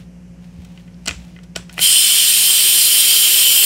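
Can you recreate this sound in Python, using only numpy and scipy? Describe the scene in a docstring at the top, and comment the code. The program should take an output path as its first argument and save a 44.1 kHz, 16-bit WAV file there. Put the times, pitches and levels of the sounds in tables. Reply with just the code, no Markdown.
"""Air rushes from an air rifle's tank in a loud, steady hiss, close to the microphone in a kitchen.
The hiss is noise shaped by the jet and by resonances around the valve, with a low rush building up below.
Before it a hand tool ticks and clacks in the bleed screw: blows and scrapes ring modes of the metal.
The seal spits as it loosens, the rifle thumps and rubs in the hand, and an appliance hums in the room.
The recorder's gain control pushes everything down once the air flows; both channels are the same."""
import sys
import numpy as np
from scipy import signal
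from scipy.fft import rfft, irfft
from scipy.io import wavfile
from scipy.ndimage import uniform_filter1d

SR = 44100
rng = np.random.default_rng(int(sys.argv[2]) if len(sys.argv) > 2 else 0)


def dump(signal):
    """Clip the signal to [-1, 1] and save it as 16-bit WAV at the path in sys.argv[1]."""
    limited = np.clip(np.atleast_2d(signal).T, -1, 1)
    pcm = np.round(limited * 32767).astype(np.int16)
    wavfile.write(sys.argv[1], SR, pcm)


N = 160965  # length in samples

# time the kitchen's echoes take to fall by 60 dB (f/Hz, t60/s)
ROOM_DECAY = [(100, 0.66), (500, 0.23), (2000, 0.27), (7000, 0.31), (14000, 0.24)]
ROOM_DELAY_S = 0.005  # the reflections start this long after the direct sound


def amp(db):
    """Decibels to gain."""
    return 10 ** (np.asarray(db) / 20)


def unit(x):
    """Scales to rms 1."""
    return x / np.sqrt(np.mean(x ** 2) + 1e-20)


def read(points, hz):
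    """Reads a table of values over frequency on a log-frequency axis."""
    f, value = np.transpose(points)
    return np.interp(np.log(hz + 1), np.log(f + 1), value)


def add(mix, s, sound):
    """Mixes a sound in at time s."""
    part = mix[round(s * SR):][:len(sound)]
    part += sound[:len(part)]


def colour(x, db_at, size=2048):
    """Causal minimum-phase filter whose gain in dB is db_at(Hz)."""
    log_gain = np.log(amp(db_at(abs(np.fft.fftfreq(size, 1 / SR)))))
    taps = np.fft.ifft(np.exp(np.conj(signal.hilbert(log_gain)))).real
    return signal.fftconvolve(x, taps)[:len(x)]


def noise(points):
    """Steady noise of a given spectrum, rms 1."""
    gain = amp(read(points, np.fft.rfftfreq(N, 1 / SR)))
    return unit(irfft(rfft(rng.standard_normal(N)) * gain, N))


def drift(hz):
    """Slow random motion up to a rate, rms 1."""
    f = np.fft.rfftfreq(N, 1 / SR)
    lowpass = (f > 0) / (1 + (f / hz) ** 2)
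    return unit(irfft(rfft(rng.standard_normal(N)) * lowpass, N))


def background():
    """Wavering hum lines of an appliance over quiet, broad room noise."""
    # lines of the hum (f/Hz, level/dB)
    hum_lines = [(59.2, -48.5), (119, -53), (165, -46.5), (177.6, -40.5), (242.2, -58), (539.5, -63)]
    # spectrum of the room noise (f/Hz, level/dB per Hz)
    room_air = [(35, -11), (60, 2.5), (200, -3), (300, -8), (550, -15.5), (1200, -24.5), (2800, -24.5),
                (3700, -35), (5700, -28.5), (9000, -35.5), (13000, -42.5), (16000, -68)]
    waver, waver_hz = 0.11, 8.9  # rms share of the strength and rms radians of the phase, then the wavering's rate/Hz
    air_db = -47.5
    t = np.arange(N) / SR
    hum = np.zeros(N)
    for hz, db in hum_lines:
        strength = amp(db) * np.sqrt(2) * (1 + waver * drift(waver_hz))
        phase = 2 * np.pi * (hz * t + rng.random()) + waver * drift(waver_hz)
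        hum += strength * np.sin(phase)
    return hum + amp(air_db) * noise(room_air)


def handling():
    """Dull thumps of low noise as the rifle jolts in the hand."""
    # jolts of the rifle (t/s, level/dB, length/s)
    jolts = [(.58, -37, 0.059), (1.093, -35.5, .13), (1.576, -34, 0.039)]
    # spectrum of a thump (f/Hz, level/dB per Hz)
    thump_spectrum = [(25, -41), (42, -17), (60, 2), (110, -14), (200, -17.5), (400, -29), (2000, -78)]
    attack_s = 0.0032
    t, out = np.arange(N) / SR, np.zeros(N)
    for s, db, length in jolts:
        envelope = np.exp(-(t / length) ** 2) * (1 - np.exp(-t / attack_s))
        add(out, s, amp(db) * noise(thump_spectrum) * envelope)
    return out


def scuffs():
    """Fingers and tool rub softly on the rifle: swells of noise with a grainy level."""
    # rubbing strokes (time of the middle t/s, level/dB, length/s)
    rubs = [(0, -51.5, 0.049), (0.447, -58, 0.028), (0.67, -56.5, 0.2), (0.798, -63, 0.032),
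            (1.205, -52.5, 0.17), (1.76, -47.5, 0.066)]
    # spectrum of the rubbing (f/Hz, level/dB per Hz)
    rub_spectrum = [(150, -46), (700, 7), (1200, -3.5), (2700, 3), (3800, -0.5), (5500, -4.5), (9000, -11),
                    (15000, -18)]
    grain_db, grain_hz = 2, 120
    t = np.arange(N) / SR
    strokes = sum(amp(db) * np.exp(-((t - s) / length) ** 2) for s, db, length in rubs)
    grainy = noise(rub_spectrum) * amp(grain_db * drift(grain_hz))
    return strokes * unit(grainy)


def knocks():
    """Low, quickly damped modes of the stock sound hollow under the hardest slips."""
    # knocks of the stock (t/s, level at the start/dB, f/Hz)
    stock_knocks = [(1.074, -27, 282), (1.077, -27, 517), (1.5632, -17, 645), (1.7915, -20.5, 680)]
    t60_s = 0.019
    t, out = np.arange(SR // 8) / SR, np.zeros(N)
    for s, db, hz in stock_knocks:
        add(out, s, amp(db - 60 * t / t60_s) * np.sin(2 * np.pi * hz * t))
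    return out


def tool():
    """Each slip is a sharp blow with a gritty scrape; it spreads along the metal, treble first, and rings it."""
    # tool against screw and rifle (t/s, level/dB, favoured f/Hz, fall away from it/dB per octave, scrape/s)
    slips = [(0.647, -44, 3900, -3, 0.0022), (0.775, -43, 2390, 15, .001), (0.876, -49, 1850, 15, 0.0027),
             (0.943, -53, 4600, 17, 0.0013), (1.0576, -32, 9000, 31, .001), (1.0618, -28, 5500, 7, .0009),
             (1.0727, -19, 3100, 5, 0.0038), (1.0769, -19.5, 5030, 6, 0.00084),
             (1.0817, -15, 7600, 11, 0.00068), (1.0908, -19, 2500, 12.5, 0.0006),
             (1.109, -25, 2390, 9, 0.00029), (1.363, -40.5, 2070, 21, 0.00031),
             (1.3884, -42, 1880, 13, 0.00052), (1.431, -45, 9000, 1, 0.0045), (1.552, -32, 2800, 8, 0.0063),
             (1.559, -23.5, 3000, 9, 0.00037), (1.5617, -20, 7500, 7, 0.00021),
             (1.572, -36, 9500, 32, 0.0013), (1.694, -35, 1500, 3, 0.0019), (1.771, -34, 2300, 17, .005),
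             (1.7794, -20.5, 2120, 16, 0.00056), (1.7917, -17.5, 2550, 12, 0.00056)]
    # modes of rifle and tool (f/Hz, level/dB, t60/s)
    metal_modes = [(717, -3, 0.047), (1490, 5.5, 0.07), (2060, 5.5, 0.044), (2545, 1, 0.043),
                   (3190, 4, 0.026), (4750, -21, 0.03), (5630, 6, 0.019), (7740, 1.5, 0.0083)]
    # dry snap of a contact (f/Hz, level/dB per Hz)
    snap_spectrum = [(60, -5), (300, 1), (1000, -11), (2800, 5), (8500, -5.5), (13000, -15)]
    snap_db = 4  # against the ring
    grit_s = 0.00038  # a scrape this long is as strong as the blow
    bend_s, bend_hz = 0.0028, 983  # travel time of the bending wave at this pitch
    body_share = 0.63  # below this share of the favoured pitch the level falls no further
    size = 4096
    t, f, out = np.arange(size) / SR, np.fft.rfftfreq(size, 1 / SR), np.zeros(N)
    travel = np.exp(-4j * np.pi * bend_s * np.sqrt(bend_hz * f))
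    blow = irfft(travel)
    for s, db, pitch_hz, focus_db, length in slips:
        grit = rng.choice([-1., 1.], size) * t / length * np.exp(-t / length)
        push = blow + length / grit_s * grit / np.linalg.norm(grit)
        ring = np.zeros(size)
        for hz, mode_db, t60 in metal_modes:
            mode = amp(-60 * t / t60) * np.sin(2 * np.pi * hz * t)
            ring += amp(mode_db) * unit(signal.fftconvolve(push, mode)[:size])
        snap = colour(push, lambda hz: read(snap_spectrum, hz))
        hit = unit(ring) + amp(snap_db) * unit(snap)
        hit = colour(hit, lambda hz: -focus_db * abs(np.log2(np.maximum(hz / pitch_hz, body_share))))
        # the level is that of the hit's energy spread over 5 ms
        add(out, s, amp(db) * hit / np.linalg.norm(hit) * np.sqrt(SR / 200))
    return out


def spits():
    """First tiny bright puffs of air past the seal as it loosens: noise that dies at once."""
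    # puffs (t/s, level/dB)
    puffs = [(1.728, -34.5), (1.734, -36), (1.741, -35)]
    puff_spectrum = [(500, -25), (4000, -2), (10000, 8), (16000, -9)]  # (f/Hz, level/dB per Hz)
    decay_s = 0.0016
    t, out = np.arange(N) / SR, np.zeros(N)
    for s, db in puffs:
        add(out, s, amp(db) * noise(puff_spectrum) * np.exp(-t / decay_s))
    return out


def rush():
    """A low rush of noise builds up under the hiss."""
    # spectrum of the rush (f/Hz, level/dB per Hz)
    rush_spectrum = [(30, -30), (70, -4), (280, -5), (400, 6.5), (600, -4), (1500, -5.5), (3000, -34)]
    # its growth (t/s, level/dB)
    growth = [(1.85, -65), (2.15, -40.5), (2.5, -34.5), (3.65, -29)]
    level_db = np.interp(np.arange(N) / SR, *np.transpose(growth), left=-120)
    return noise(rush_spectrum) * amp(level_db)


def jet():
    """Turbulent air sounds the resonances around the valve, which change as the hand shifts."""
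    # air flow through the valve (t/s, level/dB)
    flow = [(1.755, -71), (1.78, -37), (1.801, -23.5), (1.819, -12), (1.85, -2.5), (1.97, 0), (2.6, 0.5),
            (3.25, 2)]
    # broad noise of the jet (f/Hz, level/dB per Hz)
    jet_spectrum = [(100, -30), (400, -28), (800, -26.5), (1500, -16), (2100, -10.5), (2500, -2.5),
                    (3750, -1.5), (4800, -1.5), (5700, -2), (6300, -9.5), (7200, -1.5), (12000, -2.5),
                    (15700, -4)]
    # resonances between valve and hand (f/Hz, width/Hz, level at first/dB, level after the shift/dB)
    cavity = [(2760, 64, 2, 6), (3070, 157, 8, 10.5), (3162, 62, 11, 12), (3490, 52, 2, 2),
              (4130, 86, 1, -1), (5095, 105, 3, 2.5), (7260, 480, -3, -2), (8090, 440, -3, 6.5),
              (8720, 460, 6, -4), (9500, 350, -42, 4), (9960, 300, 3, -19), (11340, 700, -4, -3.5),
              (13200, 2800, -19, -1)]
    # gain of the treble (t/s, level/dB)
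    treble = [(1.8, -1.5), (2.05, -2.5), (2.35, -1.5), (2.75, 1), (3.65, 1)]
    treble_hz, treble_blend_hz = 10600, 1000
    shift_s, shift_length_s = 3.33, 0.11  # middle and length of the hand's shift
    swell_db, swell_at_s, swell_s = 5.5, 1.95, 0.088  # the resonances swell soon after the valve opens
    wander_share, wander_hz = 0.0022, 6.7  # and wander a little in pitch
    flutter_db, flutter_hz, patchy_db = 0.5, 60, 1.35

    seconds = np.arange(N) / SR
    hz, t, z = signal.stft(rng.standard_normal(N), SR, nperseg=1024, noverlap=768)
    hz = hz[:, None]
    shifted = (1 + np.tanh((t - shift_s) / shift_length_s)) / 2
    swell = swell_db * np.exp(-((t - swell_at_s) / swell_s) ** 2)
    power = amp(read(jet_spectrum, hz)) ** 2
    for centre, width, first_db, last_db in cavity:
        centre = centre * (1 + wander_share * np.interp(t, seconds, drift(wander_hz)))
        peak_db = swell + first_db + (last_db - first_db) * shifted
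        power = power + amp(peak_db) ** 2 / (1 + ((hz - centre) / width) ** 2 * 2) ** 2

    treble_share = (1 + np.tanh((hz - treble_hz) / treble_blend_hz)) / 2
    treble_db = np.interp(t, *np.transpose(treble)) * treble_share
    # random patches of level across pitch and time
    patches = uniform_filter1d(rng.standard_normal(z.shape), size=12, axis=0)
    patches = unit(uniform_filter1d(patches, size=10, axis=1))
    shaped = z * np.sqrt(power) * amp(treble_db + patchy_db * patches)
    air = signal.istft(shaped, SR, nperseg=1024, noverlap=768)[1][:N]
    flow_db = np.interp(seconds, *np.transpose(flow), left=-120)
    return unit(air) * amp(flow_db + flutter_db * drift(flutter_hz))


def nearby(x):
    """Reflections from hand and tank cancel a few bands."""
    # weakened bands (f/Hz, width/Hz, level/dB)
    notches = [(3760, 66, -5), (7800, 190, -6), (10410, 144, -3.5)]
    return colour(x, lambda f: sum(db * np.exp(-((f - hz) / width) ** 2) for hz, width, db in notches))


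def kitchen(x, wet_db):
    """Adds a dense tail of reflections, each band dying at its own speed."""
    hz, t, z = signal.stft(rng.standard_normal(SR // 2), SR, nperseg=256)
    decay = amp(-60 * t / read(ROOM_DECAY, hz)[:, None])
    tail = signal.istft(z * decay, SR, nperseg=256)[1]
    out = x.copy()
    add(out, ROOM_DELAY_S, amp(wet_db) * signal.fftconvolve(x, tail / np.linalg.norm(tail)))
    return out


def scattered(x, wet_db):
    """The cluttered room scatters each click into a smooth puff of noise that dies away."""
    hz, t, z = signal.stft(x, SR, nperseg=128, noverlap=96)
    power = uniform_filter1d(abs(z) ** 2, size=3, axis=0)
    keep = amp(-60 * t[1] / read(ROOM_DECAY, hz)) ** 2  # share of the power left after one frame
    decay = np.array([signal.lfilter([1 - r], [1, -r], band) for r, band in zip(keep, power)])
    grain = signal.stft(rng.standard_normal(N), SR, nperseg=128, noverlap=96)[2]
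    puff = grain / np.std(grain) * np.sqrt(abs(decay))
    tail = signal.istft(puff, SR, nperseg=128, noverlap=96)[1]
    out = x.copy()
    add(out, ROOM_DELAY_S, amp(wet_db) * tail)
    return out


def scene():
    """All sources in the kitchen, the same in both channels."""
    air = nearby(jet() + rush()) + spits()
    clacks = tool() + knocks()
    in_room = scattered(clacks, wet_db=-11.5) + kitchen(air, wet_db=-9)
    mono = in_room + scuffs() + handling() + background()
    return np.array([mono, mono])


def record(dry, threshold_db=-17, squeeze=0.63, follow_s=0.027):
    """Gain control holds the hiss down, rumble is cut, the highest peaks are rounded off; then the band limit."""
    low_cut_hz, peak_limit, cutoff_hz = 42, 0.85, 15780
    r = np.exp(-1 / (follow_s * SR))
    level_db = 10 * np.log10(signal.lfilter([1 - r], [1, -r], dry[0] ** 2) + 1e-12)
    # squeeze is the dB taken off for each dB above the threshold
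    held = dry * amp(-squeeze * np.maximum(level_db - threshold_db, 0))
    held = signal.sosfilt(signal.butter(4, low_cut_hz, "highpass", fs=SR, output="sos"), held)
    held = held / (1 + (held / peak_limit) ** 6) ** (1 / 6)
    band_limit = signal.firwin(511, cutoff_hz, window=("kaiser", 9), fs=SR)
    return signal.oaconvolve(held, band_limit[None], "same")


dry = scene()
out = record(dry)
dump(out)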